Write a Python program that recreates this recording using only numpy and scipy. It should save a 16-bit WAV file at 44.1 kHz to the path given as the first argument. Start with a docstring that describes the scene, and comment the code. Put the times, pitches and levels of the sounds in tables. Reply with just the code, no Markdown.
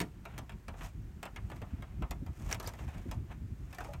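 """Rusty barbed wire on a wooden deck

A coil of barbed wire is handled outdoors: strands catch, click and tap the boards, setting wire and
wood ringing, and one barb snaps free. Wire and glove scrape between the clicks.
Soft low bumps and a breeze rumble at the microphone, over a faint outdoor hiss."""
import sys
import numpy as np
from scipy.fft import rfft, irfft
from scipy.io import wavfile
from scipy.ndimage import map_coordinates

SR = 44100
rng = np.random.default_rng(int(sys.argv[2]) if len(sys.argv) > 2 else 0)


def store_wav(level_fs):
    """Save 16-bit WAV to argv[1]."""
    pcm = np.round(np.clip(np.atleast_2d(level_fs), -1, 1) * 32767)
    wavfile.write(sys.argv[1], SR, pcm.T.astype(np.int16))


N = 176400  # 4 seconds
TOP_HZ = 16000

# The pitches at which the deck boards ring: (pitch [Hz], width [Hz], level [dB])
BOARD_TONES = [(692, 78, 2), (939, 48, 0), (1300, 235, -2), (1800, 120, -10.5), (2370, 120, -14.5),
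               (3650, 200, -33)]


def clicks():
    """Each contact rings the boards and a different length of wire; the highest part dies first."""
    # Wire contacts: (time [s], boards level [dB], clack level [dB], wire ring level [dB])
    contacts = [(.002,-38.5,-38.5,-40.5), (.014,-62,-48.5,-44.5), (.253,-47,-49.5,-60),
                (.379,-48,-48,-52.5), (.386,-46,-56,-52.5), (.494,-54.5,-51,-61.5), (.519,-59.5,-61,-70),
                (.682,-46,-50,-56), (.739,-51.5,-61.5,-78), (.809,-48.5,-50.5,-67), (1.229,-43,-46.5,-50.5),
                (1.254,-44,-50.5,-55.5), (1.361,-50.5,-49.5,-57), (1.5,-49,-58,-63),
                (1.516,-46.5,-51.5,-65), (1.563,-62,-62.5,-65), (1.617,-47,-54,-64), (1.823,-51,-53,-62.5),
                (2.022,-42,-50.5,-62), (2.109,-43,-49.5,-47.5), (2.263,-54.5,-59.5,-64),
                (2.512,-45,-43.5,-47), (2.527,-47,-43.5,-46.5), (2.545,-48,-48.5,-49.5),
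                (2.599,-44.5,-51.5,-48.5), (2.628,-51,-63,-57), (2.643,-55,-56,-59), (2.674,-44,-51,-44),
                (2.69,-61,-60,-55), (2.736,-52,-58,-61.5), (2.789,-51.5,-56.5,-68), (2.879,-54.5,-60,-67),
                (2.98,-61,-66,-66), (3.113,-45.5,-50.5,-50.5), (3.728,-53,-53.5,-59.5), (3.747,-66,-65,-57),
                (3.784,-48.5,-51,-56.5), (3.806,-44,-47.5,-57.5), (3.846,-48.5,-55,-58.5),
                (3.935,-49.5,-54,-57)]
    # The four parts of a click, low to high: boards, clack, wire ring, fizz
    # (low edge [Hz], high edge [Hz], fade time [s], attack [s], tail level [dB], level offset [dB])
    parts = [(432, 1134, 0.076, 0.0017, -9.5, -2), (1130, 3180, 0.079, 0.00023, -26, 0),
             (3360, 9400, 0.045, 0.0002, -23, -1.5), (9600, 14000, 0.019, 0.000087, -27, 2)]
    out, t = np.zeros(N), np.arange(SR // 3) / SR
    onset = t < .012
    wire_width_hz = 70
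    for start, boards_db, clack_db, wire_db in contacts:
        pitches = np.geomspace(1700, 15000, num=19) * np.exp(rng.normal(0, .06, size=19))
        wire_tones = [(hz, wire_width_hz, rng.normal(0, 3)) for hz in pitches]
        # The added constants let some noise through between the tones.
        body = lambda hz: (resonances(hz, BOARD_TONES) + amp(-9)) * (resonances(hz, wire_tones) + amp(-10))
        levels = [boards_db, clack_db, wire_db, wire_db - 9.5]
        for db, (lo, hi, fade, attack, tail_db, offset_db) in zip(levels, parts):
            noise = filtered(rng.standard_normal(len(t)), lambda hz: body(hz) * band(hz, lo, hi))
            tail = amp(tail_db) * ring(t, fade_s=.22, attack_s=.015)
            hit = noise * (ring(t, fade, attack) + tail)
            add(out, start, amp(db + offset_db) * hit / np.std(hit[onset]))
        thud = shaped_noise(len(t), lambda hz: band(hz, 170, 480))  # the deck's low answer
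        add(out, start, amp(boards_db - 5) * thud * ring(t, fade_s=.15, attack_s=.00028))
    return out


def coil_echo(x):
    """Each click also travels round the coil and returns, high pitches before low ones."""
    delay_s = .017  # at 1000 Hz
    echo = lambda hz: band(hz, 600, 3500) * np.exp(-4j * np.pi * delay_s * np.sqrt(1000 * hz))
    return x + amp(-9) * filtered(np.pad(x, (0, SR // 2)), echo)[:N]


def pings():
    """A free length of wire or board rings on after some contacts."""
    # Lingering tones: (time [s], pitch [Hz], level [dB], fade time [s])
    tones = [(.495, 925, -52.5, .17), (1.361, 3300, -50, 0.038), (1.361, 2160, -45, 0.1),
             (3.784, 1810, -38, 0.041), (3.784, 722, -37.5, .14)]
    out, t = np.zeros(N), np.arange(SR // 4) / SR
    for start, hz, db, fade in tones:
        phase = 2 * np.pi * (hz * t + rng.random())
        rub = .3 * wobble(250)[:len(t)]  # rubbing on nearby strands makes the tone waver
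        add(out, start, amp(db) * ring(t, fade, attack_s=.00071) * np.sin(phase + rub))
    return out


def twangs():
    """High pitches run along a bending strand faster than low ones, so a twang is a falling chirp."""
    # Waves along a strand: (time [s], travel time at 1000 Hz [s], level [dB])
    waves = [(1.234, 0.057, -51.5), (1.352, .043, -50)]
    centre_hz, width_octaves = 1880, .79  # the range that a strand carries best
    out, t = np.zeros(N), np.arange(1, SR // 8) / SR
    for start, travel_s, db in waves:
        hz = np.minimum(1000 * (travel_s / t) ** 2, TOP_HZ)
        carried = np.exp(-(np.log2(hz / centre_hz) / width_octaves) ** 2 / 2)
        rub = 1.2 * wobble(796)[:len(t)]
        add(out, start, amp(db) * carried * np.sin(2 * np.pi * np.cumsum(hz) / SR + rub))
    return out


def barb_snap():
    """A barb slips off a tight strand with a short bright ping."""
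    # The tones of the snap: (pitch [Hz], level [dB], fade time [s])
    tones = [(5800, -13.5, 0.0063), (6750, -22.5, 0.0055), (5750, -50, 0.049), (2260, -15.5, 0.0036)]
    out, t = np.zeros(N), np.arange(SR // 4) / SR
    ping = sum(amp(db) * ring(t, fade, attack_s=.00053) * sine(hz, t) for hz, db, fade in tones)
    add(out, start_s=2.527, x=ping)
    return out


def squeak():
    """Wire slips on wire with a brief rising squeak."""
    start, length_s = 2.659, .017
    out, progress = np.zeros(N), np.linspace(0, 1, int(length_s * SR))
    hz = (4450 + 900 * progress) * (1 + .08 * wobble(1800)[:len(progress)])
    add(out, start, amp(-45) * np.sin(np.pi * progress) * np.sin(2 * np.pi * np.cumsum(hz) / SR))
    return out


def knocks():
    """Soft contacts ring only the low tones of a board."""
    # Dull knocks: (time [s], level [dB], pitch [Hz], fade time [s])
    hits = [(.003, -33, 170.8, 0.2), (.008, -41.5, 302, 0.23), (2.215, -39.5, 260, 0.097),
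            (3.055, -39.5, 242.7, 0.13), (3.884, -38.5, 578, 0.15)]
    # The tones in each knock: (pitch [multiple of the knock's pitch], level [dB])
    tones = [(0.999, 1.5), (1.128, -3.5), (1.431, -3.5), (2.13, -15)]
    out, t = np.zeros(N), np.arange(SR // 3) / SR
    for start, db, hz, fade in hits:
        wood = sum(amp(tone_db) * sine(hz * ratio, t) for ratio, tone_db in tones)
        flutter = 1 + .45 * wobble(220)[:len(t)]
        add(out, start, amp(db) * wood * ring(t, fade, attack_s=.003) * flutter)
    return out


def scrapes():
    """Grains of rust rasp under each stroke, heard in the boards and as a hiss."""
    # Strokes of wire and glove: (peak time [s], rise [s], fall [s], body level [dB], hiss level [dB])
    strokes = [(.32, 0.05, 0.072, -57, -78), (.85, 0.048, 0.037, -50, -57), (1.53, 0.23, 0.11, -66, -75),
               (1.7, 0.062, 0.45, -66, -85), (2.42, 0.067, 0.05, -60.5, -65), (2.517, 0.03, 0.03, -43, -50),
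               (2.671, 0.053, 0.018, -54, -63.5), (2.79, 0.086, 0.073, -58.5, -67.5),
               (2.91, 0.036, 0.095, -56, -71.5), (3.13, 0.19, 0.043, -61.5, -70),
               (3.323, 0.024, 0.025, -52.5, -74), (3.83, 0.15, 0.13, -59.5, -67)]
    # Tone of the scrape's lower body: (frequency [Hz], level [dB])
    body_curve = [(200, -43), (450, -1), (700, 2.5), (1500, -3.5), (2600, -5.5), (4000, -17), (8000, -84)]
    # Tone of its hiss: (frequency [Hz], level [dB])
    hiss_curve = [(1500, -30), (2800, -7), (6500, 5.5), (9000, 0), (10500, -2), (13000, -4), (16000, -14)]
    grains_per_s, catches_per_s = 1200, 90
    t = np.arange(N) / SR
    swells = np.array([np.exp(-np.where(t < peak, (abs(peak - t) / rise) ** 1.28, ((t - peak) / fall) ** 2))
                       for peak, rise, fall, _, _ in strokes])
    body_db, hiss_db = np.transpose(strokes)[-2:]
    grains = (rng.random(N) < grains_per_s / SR) * rng.standard_normal(N)
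    grains *= amp(2 * rng.standard_normal(N))
    catch = amp(2 * wobble(catches_per_s))  # the stroke sticks and slips
    rasp = catch * (unit(grains) + .7 * rng.standard_normal(N))
    wood = lambda hz: colour(body_curve)(hz) * (resonances(hz, BOARD_TONES) + amp(12))
    body = unit(filtered(catch * rng.standard_normal(N), wood))
    hiss = unit(filtered(rasp, colour(hiss_curve)))
    return (amp(body_db) @ swells) * body + (amp(hiss_db) @ swells) * hiss


def bumps():
    """Soft low pushes of a wave or two, each with a puff of swirling air."""
    # Bumps at the microphone: (time [s], level [dB], pitch [Hz])
    pushes = [(.426,-39,141), (.953,-40,74.4), (1.448,-34.5,85), (1.633,-34,100), (1.741,-30.5,75),
              (2.037,-33.5,60.5), (2.114,-35.5,59), (2.225,-35.5,141), (2.492,-36,71), (2.583,-33.5,93),
              (2.882,-34,67), (3.092,-32,88), (3.176,-30,91), (3.378,-34.5,125), (3.421,-33,64),
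              (3.451,-33.5,100), (3.524,-33.5,88)]
    half_length_cycles, puff_s = .89, .013
    out, t = np.zeros(N), np.arange(N) / SR
    air = shaped_noise(N, lambda hz: band(hz, 100, 240))
    for peak, db, hz in pushes:
        offset = t - peak
        push = np.exp(-abs(offset * hz / half_length_cycles) ** 3.6) * sine(hz, offset)
        puff = air * np.exp(-abs(offset) / puff_s)
        out += amp(db - .5) * push + amp(db - 10) * puff
    return out


def breeze():
    """An uneven breeze rumbles under a faint, nearly steady hiss."""
    # Slow rise and fall of the breeze: (time [s], level [dB])
    strength = [(0, -52), (1.5, -49.5), (2.5, -47.5), (4, -49)]
    # Tone of the rumble: (frequency [Hz], level [dB])
    rumble_curve = [(22, -38), (43, 2.5), (68, -2), (140, -7.5), (240, -17.5), (360, -22.5), (600, -56),
                    (1500, -120)]
    # Tone of the outdoor hiss: (frequency [Hz], level [dB])
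    hiss_curve = [(240, -16), (400, -9), (950, -13.5), (2000, -15.5), (4300, -26), (7000, -25.5),
                  (16000, -33.5)]
    trend_db = np.interp(np.arange(N) / SR, *np.transpose(strength)) + 3.5
    rumble = shaped_noise(N, colour(rumble_curve)) * amp(trend_db + 3.6 * wobble(22.13))
    hiss = shaped_noise(N, colour(hiss_curve)) * amp(-66.5 + .13 * wobble(8.9))
    return rumble + hiss


def amp(db):
    """Turn decibels into a multiplier."""
    return 10 ** (np.asarray(db) / 20)


def unit(x):
    """Scale a sound to an average (rms) level of 1."""
    return x / np.sqrt(np.mean(x ** 2) + 1e-20)


def colour(points):
    """A tone curve through (frequency [Hz], level [dB]) points."""
    freqs, db = np.transpose(points)
    return lambda hz: amp(np.interp(np.log(hz + 1), np.log(freqs + 1), db))


def filtered(x, curve):
    """Multiply each frequency in x by the curve's value there."""
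    return irfft(rfft(x) * curve(np.fft.rfftfreq(len(x), 1 / SR)), len(x))


def shaped_noise(samples, curve):
    """Noise with the given tone curve, at level 1."""
    return unit(filtered(rng.standard_normal(samples), curve))


def band(hz, lo, hi):
    """A tone curve that drops steeply below lo and above hi."""
    return 1 / np.sqrt((1 + (lo / (hz + 1)) ** 12) * (1 + (hz / hi) ** 12))


def resonances(hz, peaks):
    """A tone curve with a peak for each (pitch [Hz], width [Hz], level [dB])."""
    return np.sqrt(sum(amp(db) ** 2 / (1 + (2 * (hz - pitch) / width) ** 2) for pitch, width, db in peaks))


def wobble(rate):
    """A smooth curve through `rate` random values a second."""
    return map_coordinates(rng.standard_normal(1024), [np.arange(N) * rate / SR + 2], mode="mirror")


def sine(hz, t):
    """A pure tone that starts at a random point in its wave."""
    return np.sin(2 * np.pi * (hz * t + rng.random()))


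def ring(t, fade_s, attack_s):
    """Loudness of a struck thing: a quick rise, then a fall of 60 dB over the fade time."""
    return np.exp(-np.log(1000) * t / fade_s) * (1 - np.exp(-t / attack_s))


def add(out, start_s, x):
    """Mix x into out at the start time."""
    i = max(0, round(start_s * SR))
    out[i:i + len(x)] += x[:max(0, N - i)]


def scene():
    """Everything heard from one place on the deck, in one channel."""
    wire = coil_echo(clicks()) + pings() + twangs() + barb_snap() + squeak()
    return (wire + knocks() + scrapes() + bumps() + breeze())[None]


def record(dry):
    """The microphone has a dip in the high treble and cuts off above TOP_HZ."""
    dip = colour([(9000, -0.5), (10500, -5), (12000, 1.5)])
    microphone = lambda hz: dip(hz) / np.sqrt(1 + (hz / TOP_HZ) ** 160)
    return filtered(np.pad(dry[0], (0, SR // 2)), microphone)[None, :N]


dry = scene()
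out = record(dry)
store_wav(out)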